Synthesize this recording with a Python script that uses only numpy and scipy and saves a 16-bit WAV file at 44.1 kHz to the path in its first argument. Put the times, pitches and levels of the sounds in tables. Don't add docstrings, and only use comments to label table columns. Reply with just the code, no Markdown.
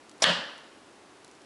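import sys
import numpy as np
from scipy import signal
from scipy.fft import rfft, irfft
from scipy.io import wavfile

SR = 44100
rng = np.random.default_rng(int(sys.argv[2]) if len(sys.argv) > 2 else 0)


def pcm_store(signal):
    levels = np.round(np.clip(np.atleast_2d(signal), -1, 1) * 32767)
    wavfile.write(sys.argv[1], SR, levels.astype(np.int16).T)


N = 63945
T = np.arange(N) / SR

# pitch_hz, level_db [dB per Hz]
ROOM_NOISE_COLOUR = [(25, 1), (60, -4), (110, -7), (170, -9), (300, 2), (500, -4.5), (1000, -6.5),
                     (2000, -12.5), (4000, -17), (8000, -22.5), (11000, -26)]
# start_s, level_db
TICKS = [(0.0945, -42.5), (0.114, -46), (0.18, -51), (0.5795, -46.5), (1.2462, -43.5), (1.268, -57),
         (1.279, -51.5), (1.3132, -51.5), (1.351, -54), (1.418, -53)]
# pitch_hz, level_db [dB per Hz]
TICK_COLOUR = [(300, -11), (1700, -5), (3000, -6), (4200, -1), (6000, 0), (8000, -4), (11000, -8)]
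# pitch_hz, level_db [dB per Hz]
TEAR_COLOUR = [(30, -20), (100, -8), (600, -6.5), (1600, -9.5), (2600, -18), (11000, -23)]
# start_s, level_db
STEEL_TOUCHES = [(0.2209, -10), (0.2227, 1.5), (0.2257, -12.5)]
# pitch_hz, level_db, t60_s
STEEL_MODES = [(673, -23, .06), (2250, -32, .03), (2503, -32, .05), (3601, -37, .12), (3932, -31, .11),
               (5270, -14, .02), (5728, -15, .023), (7208, -23, .029)]
# pitch_hz, level_db [dB per Hz]
STEEL_COLOUR = [(30, -27), (100, -38), (350, -10), (700, 8.5), (1500, -4), (3000, 0), (5500, 0.5),
                (8000, -7), (11000, -12)]
# start_s, level_db
REBOUNDS = [(0.2666, -22), (0.2961, -21)]
# pitch_hz, level_db [dB per Hz]
CLACK_COLOUR = [(40, -21), (200, -34), (700, -4), (3000, 20), (6000, 6), (11000, -8)]
# pitch_hz, level_db, t60_s
ARM_MODES = [(606, -25.5, 0.029), (1302, -17, .02), (1760, -4.5, 0.0084), (2210, -15, 0.023),
             (2870, -4.5, 0.0083), (3460, 0.5, 0.0062), (4270, -16, .02), (6170, -21, 0.006),
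             (7600, -23, 0.0038)]
# pitch_hz, level_db [dB per Hz]
ROOM_COLOUR = [(40, 0), (90, -14), (160, -5.5), (260, -3.5), (380, -11.5), (560, 3.5), (750, -1.5),
               (1100, -0.5), (1800, 3.5), (2300, -7.5), (3000, 5.5), (3700, -2.5), (4600, -4), (6000, -15),
               (8000, -20), (11000, -34)]
# pitch_hz, t60_s
ROOM_T60 = [(100, .6), (300, 1), (700, 0.88), (1700, 0.86), (3200, 0.76), (5500, 0.78), (10000, 0.3)]
# pitch_hz, level_db, t60_s
FRAME_MODES = [(542, -30, .38), (611, -34, .38), (837, -38, .52), (940, -36, .45), (1203, -38, .45),
               (1314, -40, .48), (1495, -29, .35), (1664, -33, .48), (1708, -32, .62), (1752, -35, .4),
               (1909, -32, .32), (2512, -39, .36), (2726, -34, .35), (2806, -35, .4), (2864, -37, .5),
               (2908, -31, .38), (2960, -32, .4), (3106, -36, .4), (3252, -32, .4), (3375, -38, .45),
               (3454, -35, .38), (3731, -37, .42), (4054, -40, .45), (4414, -36, .38), (4517, -41, .42),
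               (4872, -41, .45), (5006, -42, .4), (6336, -45, .38)]
# start_s, pitch_hz, level_db
THUDS = [(0.292, 610, -23), (0.315, 642, -29.5), (0.327, 60.5, -43), (0.388, 158, -39)]

ROOM_NOISE_DB = -53.5
TICK_T60_S = 0.013
TEAR_START_S, TEAR_DB = 0.2, -49.5
STEEL_CRACK_DB, STEEL_CRACK_T60_S = -23, 0.015
CHATTER_START_S, CHATTER_PER_S = 0.2235, 6600
CHATTER_DB, CHATTER_SPREAD_DB = -23, 2.5
CLACK_S = 0.2411
PUSH_DB, PUSH_S = -14, 0.00015
CLACK_CRACK_DB, CLACK_CRACK_T60_S = -11, 0.0059
ROOM_DB, ROOM_BUILD_S, ROOM_HOLD_S = -27.5, 0.0021, 0.041
EARLY_DB, EARLY_HOLD_S, EARLY_T60_S = -26.5, 0.062, 0.4
FRAME_DB, FRAME_BUILD_S = 1, 0.012
FRAME_WAVER, FRAME_WAVER_HZ = 0.4, 18
BOOM_HZ, BOOM_DB, BOOM_PEAK_S = 175.1, -27.5, 0.3033
BOOM_RISE_S, BOOM_T60_S = 0.02, 0.16
THUD_T60_S = 0.043
CLIP_TOP, MIC_LOW_CUT_HZ, CUTOFF_HZ = 0.44, 130, 11250


def from_db(db):
    return 10 ** (np.asarray(db) / 20)


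def at_hz(points, hz):
    table_hz, values = np.transpose(points)
    return np.interp(np.log(np.maximum(hz, 1)), np.log(table_hz), values)


def colour_gain(points):
    hz = np.fft.rfftfreq(N, 1 / SR)
    gain = from_db(at_hz(points, hz)) * (hz < CUTOFF_HZ)
    return gain / np.sqrt(np.mean(gain ** 2))


def noise(points):
    return irfft(rfft(rng.standard_normal(N)) * colour_gain(points), N)


def decay(start, t60, hold=0):
    fade_s = np.maximum(T - start - hold, 0)
    return (T >= start) * np.exp(-np.log(1000) * fade_s / t60)


def build(start, length):
    return 1 - np.exp(-np.maximum(T - start, 0) / length)


def ring(modes, start):
    out = 0
    for hz, db, t60 in modes:
        out = out + from_db(db) * decay(start, t60) * np.sin(2 * np.pi * hz * (T - start))
    return out


def room_noise():
    return from_db(ROOM_NOISE_DB) * noise(ROOM_NOISE_COLOUR)


def finger_ticks():
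    envelope = sum(from_db(db) * decay(s, TICK_T60_S) for s, db in TICKS)
    return envelope * noise(TICK_COLOUR)


def wire_tear():
    tearing = (T > TEAR_START_S) * (T < CHATTER_START_S)
    return from_db(TEAR_DB) * tearing * noise(TEAR_COLOUR)


def steel_touches():
    out = 0
    for s, db in STEEL_TOUCHES:
        crack = from_db(STEEL_CRACK_DB) * decay(s, STEEL_CRACK_T60_S) * noise(STEEL_COLOUR)
        out = out + from_db(db) * (ring(STEEL_MODES, s) + crack)
    return out


def steel_chatter():
    happens = rng.random(N) < CHATTER_PER_S / SR
    sign = rng.choice([-1, 1], N)
    strength = from_db(CHATTER_SPREAD_DB * rng.standard_normal(N))
    clicks = happens * sign * strength
    chatter = irfft(rfft(clicks / clicks.std()) * colour_gain(STEEL_COLOUR), N)
    return from_db(CHATTER_DB) * chatter * (T > CHATTER_START_S) * (T < CLACK_S)


def clack():
    out = 0
    for s, db in [(CLACK_S, 0)] + REBOUNDS:
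        push = from_db(PUSH_DB) * np.sin(np.pi * np.clip((T - s) / PUSH_S, 0, 1))
        crack = from_db(CLACK_CRACK_DB) * decay(s, CLACK_CRACK_T60_S) * noise(CLACK_COLOUR)
        out = out + from_db(db) * (push + crack + ring(ARM_MODES, s))
    return out


def room():
    hz = np.fft.rfftfreq(N, 1 / SR)
    spectrum = rfft(noise(ROOM_COLOUR))
    early = from_db(EARLY_DB) * decay(CLACK_S, EARLY_T60_S, EARLY_HOLD_S)
    edges_hz = np.geomspace(20, 12000, 20)
    out = 0
    for low, high in zip(edges_hz, edges_hz[1:]):
        band = irfft(spectrum * (hz >= low) * (hz < high), N)
        t60 = at_hz(ROOM_T60, np.sqrt(low * high))
        late = from_db(ROOM_DB) * decay(CLACK_S, t60, ROOM_HOLD_S)
        out = out + band * np.hypot(late, early)
    return out * build(CLACK_S, ROOM_BUILD_S)


def frame():
    hz = np.fft.fftfreq(N, 1 / SR)
    smooth = np.exp(-0.5 * (hz / FRAME_WAVER_HZ) ** 2)
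    out = 0
    for mode_hz, db, t60 in FRAME_MODES:
        waver = np.fft.ifft(smooth * np.exp(2j * np.pi * rng.random(N)))
        waver = waver * N / np.sqrt(np.sum(smooth ** 2))
        carrier = np.exp(2j * np.pi * mode_hz * (T - CLACK_S))
        tone = np.imag((1 + FRAME_WAVER * waver) * carrier)
        out = out + from_db(db) * decay(CLACK_S, t60) * tone
    out = out / np.hypot(1, FRAME_WAVER)
    return from_db(FRAME_DB) * out * build(CLACK_S, FRAME_BUILD_S)


def worktop_boom():
    swell = np.exp(np.minimum(T - BOOM_PEAK_S, 0) / BOOM_RISE_S)
    fade = decay(CLACK_S, BOOM_T60_S, BOOM_PEAK_S - CLACK_S)
    return from_db(BOOM_DB) * swell * fade * np.sin(2 * np.pi * BOOM_HZ * (T - CLACK_S))


def thuds():
    return sum(ring([(hz, db, THUD_T60_S)], s) for s, hz, db in THUDS)


def scene():
    handling = room_noise() + finger_ticks() + wire_tear()
    snap = steel_touches() + steel_chatter() + clack()
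    after = room() + frame() + worktop_boom() + thuds()
    return (handling + snap + after)[None]


def record(dry):
    rounded = CLIP_TOP * np.tanh(dry / CLIP_TOP)
    high_pass = signal.butter(2, MIC_LOW_CUT_HZ, "high", fs=SR, output="sos")
    low_pass = signal.ellip(12, 0.2, 70, CUTOFF_HZ, fs=SR, output="sos")
    return signal.sosfilt(np.vstack([high_pass, low_pass]), rounded)


dry = scene()
out = record(dry)
pcm_store(out)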